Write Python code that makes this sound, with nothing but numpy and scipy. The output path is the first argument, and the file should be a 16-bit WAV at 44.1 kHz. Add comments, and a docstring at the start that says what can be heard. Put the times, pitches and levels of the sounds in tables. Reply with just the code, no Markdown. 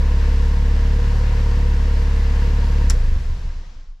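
"""Idling car, switched off

A four-cylinder car in a garage, heard close in stereo from the driver's seat as a low, steady hum.
Firings boom in the cabin, the engine's drives whine, whirr and rustle, and a hiss follows the speed.
Near 2.9 s the ignition switch clicks off in the steering column. The slack gears chatter and the
engine runs down in about a second, rocking on its mounts."""
import sys
import numpy as np
from scipy import signal
from scipy.fft import rfft, irfft
from scipy.io import wavfile
from scipy.ndimage import uniform_filter1d

SR = 44100
rng = np.random.default_rng(int(sys.argv[2]) if len(sys.argv) > 2 else 0)


def store_wav(level_fs):
    """Save 16-bit WAV to argv[1]."""
    pcm = np.round(np.clip(np.atleast_2d(level_fs), -1, 1) * 32767)
    wavfile.write(sys.argv[1], SR, pcm.T.astype(np.int16))


N = 176400
TIME_S = np.arange(N) / SR

# engine speed: time_s, firings_per_s
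FIRING_RATE = [(0.0, 35.0), (0.35, 34.92), (0.55, 35.5), (0.68, 35.12), (0.85, 35.78), (1.15, 36.31),
               (1.8, 35.44), (2.0, 35.28), (2.2, 35.1), (2.45, 35.62), (2.82, 35.72), (2.9, 31.75),
               (3.0, 28.17), (3.15, 22.98), (3.5, 13.5), (3.95, 2.0)]
# strength of the exhaust pulses: time_s, relative_db
PULSE_STRENGTH = [(0, -1.8), (1.15, -1), (2.1, -2), (2.82, -1), (2.93, 1), (3.14, 2), (3.25, -5),
                  (3.5, -20), (3.68, -34), (4.0, -29)]
# response of exhaust and cabin to one pulse: frequency_hz, relative_db
CABIN_RESPONSE = [(10, -29), (19, -0.5), (26, 2.5), (36, 3), (50, -7.5), (70, 2), (88, -15.5), (103, -23),
                  (110, -8), (142, -21), (178, -19), (213, -26), (250, -24.5), (285, -38), (355, -32),
                  (430, -55.5), (650, -23.5), (1200, -60.5)]
# uneven rumble under the firings: frequency_hz, relative_db
RUMBLE_SPECTRUM = [(12, -34.5), (25, -44), (55, 7), (90, -27), (125, 3.5), (190, -8.5), (260, -8.5),
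                   (400, -28.5), (800, -52)]
# tones of crank and gears: cycles_per_crank_turn, level_db, flutter_share
GEAR_TONES = [(9, -46.5, 0.3), (11, -46.5, 0.3), (13, -49.5, 0.25), (26, -39, 0.096), (28, -52.5, 0.77),
              (52, -49, 0.51), (56, -56, 0.36), (60, -61.5, 0.41)]
# tones of the belt-driven pulleys: cycles_per_crank_turn, level_db, flutter_share
PULLEY_TONES = [(22.3, -50, .4), (35.5, -56, .5), (41.8, -57, .5)]
# resonances that the moving parts ring: pitch_hz, width_hz, level_db, throb_share
WHIRR_MODES = [(486.7, 93, -44.5, 0), (955.3, 152, -47, 0), (1069, 106, -53.5, 0.2), (1740, 370, -55, 0.6)]
# rustle of valve gear and belts: frequency_hz, relative_db
RUSTLE_SPECTRUM = [(100, 1.5), (260, -4.5), (400, 0), (560, -2.5), (800, -8), (1060, -6), (1280, -9.5),
                   (1600, -3.5), (1900, -4.5), (2400, -9.5), (2750, -8), (3300, -14.5), (5000, -18),
                   (8000, -44), (14000, -47)]
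# hiss of belts and air: frequency_hz, relative_db
HISS_SPECTRUM = [(100, -2), (400, 0.5), (750, 4), (1100, 6), (2000, 0), (3500, -0.5), (4400, 0), (5600, -1),
                 (6600, -4.5), (7800, -7.5), (8600, -16), (10500, -15), (11300, -19), (12800, -16.5),
                 (13600, -41)]
# the ignition switch's snap and bounces: start_s, relative_db
SWITCH_CONTACTS = [(2.8989, 0), (2.9020, -7), (2.9046, -5), (2.9060, -6), (2.9088, -10)]
# resonances that each contact rings: pitch_hz, width_hz, relative_db
SWITCH_MODES = [(5540, 440, 0), (5800, 420, -11.5), (7000, 310, -8.5), (7400, 540, -3.5), (8740, 290, -16),
                (10700, 520, -12), (12340, 300, -19)]
# the lock barrel's knock in the steering column: frequency_hz, relative_db
KNOCK_SPECTRUM = [(300, -4), (750, -7), (1100, -2), (1900, 0.5), (2700, -7), (4200, -5.5), (8000, -27)]
# last compressions of the coasting engine: start_s, relative_db
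COMPRESSIONS = [(3.17, -16.5), (3.282, -16.5), (3.37, -20.5), (3.433, -16), (3.544, -21), (3.654, -32),
                (3.745, -28.5), (3.87, -27.5)]
# low modes of the car's body: pitch_hz, width_hz, relative_db
BODY_MODES = [(25.4, 11.6, 1), (67.45, 13.8, -3), (113.8, 16, -14), (162.3, 27, -14)]
# stereo image at the seat: frequency_hz, correlation, left_minus_right_db
STEREO_IMAGE = [(148, 0.78, 1.5), (366, 0.85, 2), (670, 0.83, 4), (1220, 0.69, 5), (2580, 0.2, 4),
                (4540, 0.77, 1), (7400, 0.53, 4), (13000, 0.32, 8)]

UNLOAD_S, CUT_S, CUT_FADE_S = 2.81, 2.87, 0.12  # gears unload, firing stops; time each takes to set in


def undb(db):
    return 10 ** (np.asarray(db) / 20)


def unit(x):
    return x / np.sqrt(np.mean(x ** 2))


def noise():
    return rng.standard_normal((2, N))


def since(start_s):
    return np.maximum(TIME_S - start_s, 0)


def curve(rows):
    """Straight lines through rows of time_s, value."""
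    return np.interp(TIME_S, *np.array(rows).T)


def per_bin(rows, column=1):
    """A table column read on a log-frequency axis, for a transform of 2 N points."""
    rows = np.array(rows)
    bin_hz = np.arange(N + 1) * SR / (2 * N)
    return np.interp(np.log(bin_hz + 1), np.log(rows[:, 0]), rows[:, column])


def colour(x, rows):
    """Causal filter through rows of frequency_hz, relative_db; the result has an RMS of 1."""
    cepstrum = irfft(np.log(undb(per_bin(rows))))
    cepstrum[1:N] *= 2
    cepstrum[N + 1:] = 0
    running = np.concatenate([x, x[..., ::-1]], axis=-1)  # the sound is already under way at the start
    return unit(irfft(rfft(running) * np.exp(rfft(cepstrum)))[..., :N])


def resonate(x, hz, width):
    """A steep-sided resonance: the same band-pass twice."""
    band = signal.iirpeak(hz, hz / width, fs=SR)
    return signal.lfilter(*band, signal.lfilter(*band, x))


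def ringing(t, hz, width):
    """A struck mode: it swells briefly and dies away."""
    age = np.pi * width * t
    return age * np.exp(1 - age) * np.sin(2 * np.pi * hz * t)


def wander(rate_hz):
    """Smooth random drift with an RMS of 1."""
    hold = int(SR / rate_hz)
    steps = np.repeat(rng.standard_normal(400)[np.arange(N // hold + 1) % 400], hold)
    return unit(uniform_filter1d(uniform_filter1d(steps, hold), hold)[:N])


def strikes(times, sizes):
    """Impulses at the given times, each shared between two samples."""
    at = np.clip(times * SR, 0, N - 2)
    i = at.astype(int)
    return np.bincount(i, sizes * (1 - at + i), N) + np.bincount(i + 1, sizes * (at - i), N)


def spread(pair):
    """Turns two unrelated sounds into a left and a right that are alike in the bass."""
    mid, side = rfft(pair, 2 * N)
    alike = np.clip(per_bin(STEREO_IMAGE), 0, 1)
    sign = np.array([[1], [-1]])
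    channels = mid * np.sqrt((1 + alike) / 2) + sign * side * np.sqrt((1 - alike) / 2)
    balance = undb(sign * per_bin(STEREO_IMAGE, column=2) / 2)
    return irfft(channels * balance)[:, :N]


def exhaust(firings, speed, jitter_cycles=0.004, overtone_loss_db=-1.15):
    """A pulse per firing booms in the cabin over a faint rumble; without ignition it turns round."""
    angle = 2 * np.pi * (firings + jitter_cycles * wander(30.03))
    coasting = np.minimum(since(CUT_S) / CUT_FADE_S, 1)
    pulses = sum(np.cos(k * angle) * undb(overtone_loss_db * (k + 0.5) * coasting) for k in range(1, 13))
    lope = 1 + 0.02 * (np.cos(angle / 2) + np.sin(angle / 4))  # the four cylinders differ
    strength = undb(curve(PULSE_STRENGTH) + 0.29 * wander(26.66))
    boom = colour(pulses * lope * strength, CABIN_RESPONSE)
    rumble = colour(rng.standard_normal(N), RUMBLE_SPECTRUM) * speed ** 1.17
    return boom * undb(-15) + rumble * undb(-38)


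def whine(firings, fade_db_per_s=132):
    """Fluttering gear and pulley tones, locked to the crank, which turns once per two firings."""
    crank = np.pi * firings
    tones = np.zeros(N)
    for order, db, flutter in GEAR_TONES + PULLEY_TONES:
        in_phase = (1 + flutter * wander(22.14)) * np.sin(order * crank)
        quadrature = flutter * wander(20) * np.cos(order * crank)
        tones += undb(db) * (in_phase + quadrature)
    throb = 1 + 0.026 * np.cos(2 * crank)
    fade = undb(-fade_db_per_s * since(UNLOAD_S))
    return spread(np.array([tones * throb * fade, np.zeros(N)]))


def whirr(throb, speed):
    """Moving parts ring noisy resonances; the upper ones throb with the firings."""
    bands = sum(undb(db) * unit(resonate(noise(), hz, 0.64 * width) * (1 + depth * throb))
                for hz, width, db, depth in WHIRR_MODES)
    return bands * speed ** 1.8


def valve_gear(firings, throb, speed, tick_decay_s=0.0043):
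    """Valve gear and belts rustle, and the valves tick unevenly, four times per firing."""
    rustle = colour(noise() * (1 + 0.048 * throb), RUSTLE_SPECTRUM) * undb(-39 + 0.67 * wander(14))
    times = np.interp(np.arange(0, firings[-1], 1 / 4), firings, TIME_S)
    sizes = undb(4 * rng.standard_normal(1000)[:len(times)])
    t = TIME_S[:N // 50]
    tick = rng.standard_normal((2, len(t))) * np.exp(-t / tick_decay_s)
    bursts = signal.fftconvolve(strikes(times, sizes)[None], tick)[:, :N]
    ticks = colour(np.abs(bursts) * noise(), RUSTLE_SPECTRUM) * undb(-49)
    return (rustle + ticks) * speed ** 1.43


def hiss(speed, dull_hz=7400):
    """Belts and air hiss; the top fades first as the engine slows."""
    bright = colour(noise(), HISS_SPECTRUM) * undb(0.35 * wander(9.47))
    lowpass = signal.butter(6, dull_hz, fs=SR, output="sos")
    dull = signal.sosfilt(lowpass, colour(noise(), HISS_SPECTRUM))
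    brightness = np.clip(speed / 0.58, 0, 1) ** 3  # falls below 58% of idle speed
    blend = bright * np.sqrt(brightness) + dull * np.sqrt(1 - brightness)
    return blend * undb(-44.5) * speed ** 0.82


def machinery(firings, speed, surge, stop_s=3.79, fade_db_per_s=15):
    """Whirr, valve gear and hiss as they reach the seat, dying away as the crank stops."""
    angle = 2 * np.pi * firings
    throb = np.cos(angle) + 0.24 * np.cos(angle / 2) + 0.48 * np.cos(angle / 4)
    parts = surge * whirr(throb, speed) + valve_gear(firings, throb, speed) + hiss(speed)
    return spread(parts) * undb(-fade_db_per_s * since(stop_s))


def gear_rattle(speed):
    """Unloaded gears run slack and chatter softly, less as they slow."""
    slack = np.minimum(since(UNLOAD_S) / CUT_FADE_S, 1)
    chatter = unit(resonate(noise(), hz=395, width=260))
    return spread(chatter * slack * speed ** 2 * undb(-44.5 + 1.5 * wander(25)))


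def ignition_switch(contact_decay_s=0.0011, cabin_t60_s=0.14, cabin_db=-9):
    """The snap rings the switch; each contact scrapes its modes too, and the cabin answers briefly."""
    t = TIME_S[:N // 16]
    times, levels_db = np.array(SWITCH_CONTACTS).T
    contact_power = np.convolve(strikes(times, undb(levels_db) ** 2), np.exp(-2 * t / contact_decay_s))[:N]
    tail = undb(-60 * t / cabin_t60_s) ** 2
    echo_power = np.abs(signal.fftconvolve(contact_power, tail / tail.sum())[:N]) * undb(cabin_db) ** 2
    scrape = np.sqrt(contact_power + echo_power) * noise()
    ring = sum(undb(db) * np.sqrt(SR / 2 / width) * resonate(scrape, hz, 2 * width)
               for hz, width, db in SWITCH_MODES)
    snap = sum(undb(db) * ringing(since(times[0]), hz, width) for hz, width, db in SWITCH_MODES)
    return spread(ring * undb(-20.5) + np.array([snap, np.zeros(N)]) * undb(-14.5))


def barrel_knock(start_s=2.901, attack_s=0.00062, t60_s=0.081):
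    """The lock barrel knocks; the column's plastic cover gives the click a short, dull body."""
    age = since(start_s)
    burst = spread(colour(noise(), KNOCK_SPECTRUM))
    return burst * np.minimum(age / attack_s, 1) * undb(-26 - 60 * age / t60_s)


def shudder(speed, damping_db_per_octave=14.5):
    """The last compressions rock the engine on its mounts; each swells and fades in the body's modes."""
    times, strength_db = np.array(COMPRESSIONS).T
    slowness = np.clip(1 - np.interp(times, TIME_S, speed), 0, 1) ** 3
    shake = np.zeros(N)
    for hz, width, db in BODY_MODES:
        octaves = np.log2(hz / BODY_MODES[0][0])
        sizes = undb(strength_db + db - damping_db_per_octave * octaves * slowness)
        shake += signal.fftconvolve(strikes(times, sizes), ringing(TIME_S[:N // 8], hz, width))[:N]
    return shake


def scene():
    """The driver's seat: one speed curve drives the engine's sounds, with the switch close by."""
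    rate_hz = curve(FIRING_RATE)
    firings = np.cumsum(rate_hz) / SR
    speed = rate_hz / rate_hz[0]  # share of idle speed
    surge = undb(2.5 * np.maximum(rate_hz - 35.95, -0.5))  # whine and whirr swell as the idle creeps up
    engine = exhaust(firings, speed) + surge * whine(firings) + machinery(firings, speed, surge)
    return engine + ignition_switch() + barrel_knock() + gear_rattle(speed) + shudder(speed)


def record(dry, top_hz=13600):
    """The microphone's signal is cut off steeply at the top."""
    return signal.sosfilt(signal.ellip(8, 0.2, 70, top_hz, fs=SR, output="sos"), dry)


dry = scene()
out = record(dry)
store_wav(out)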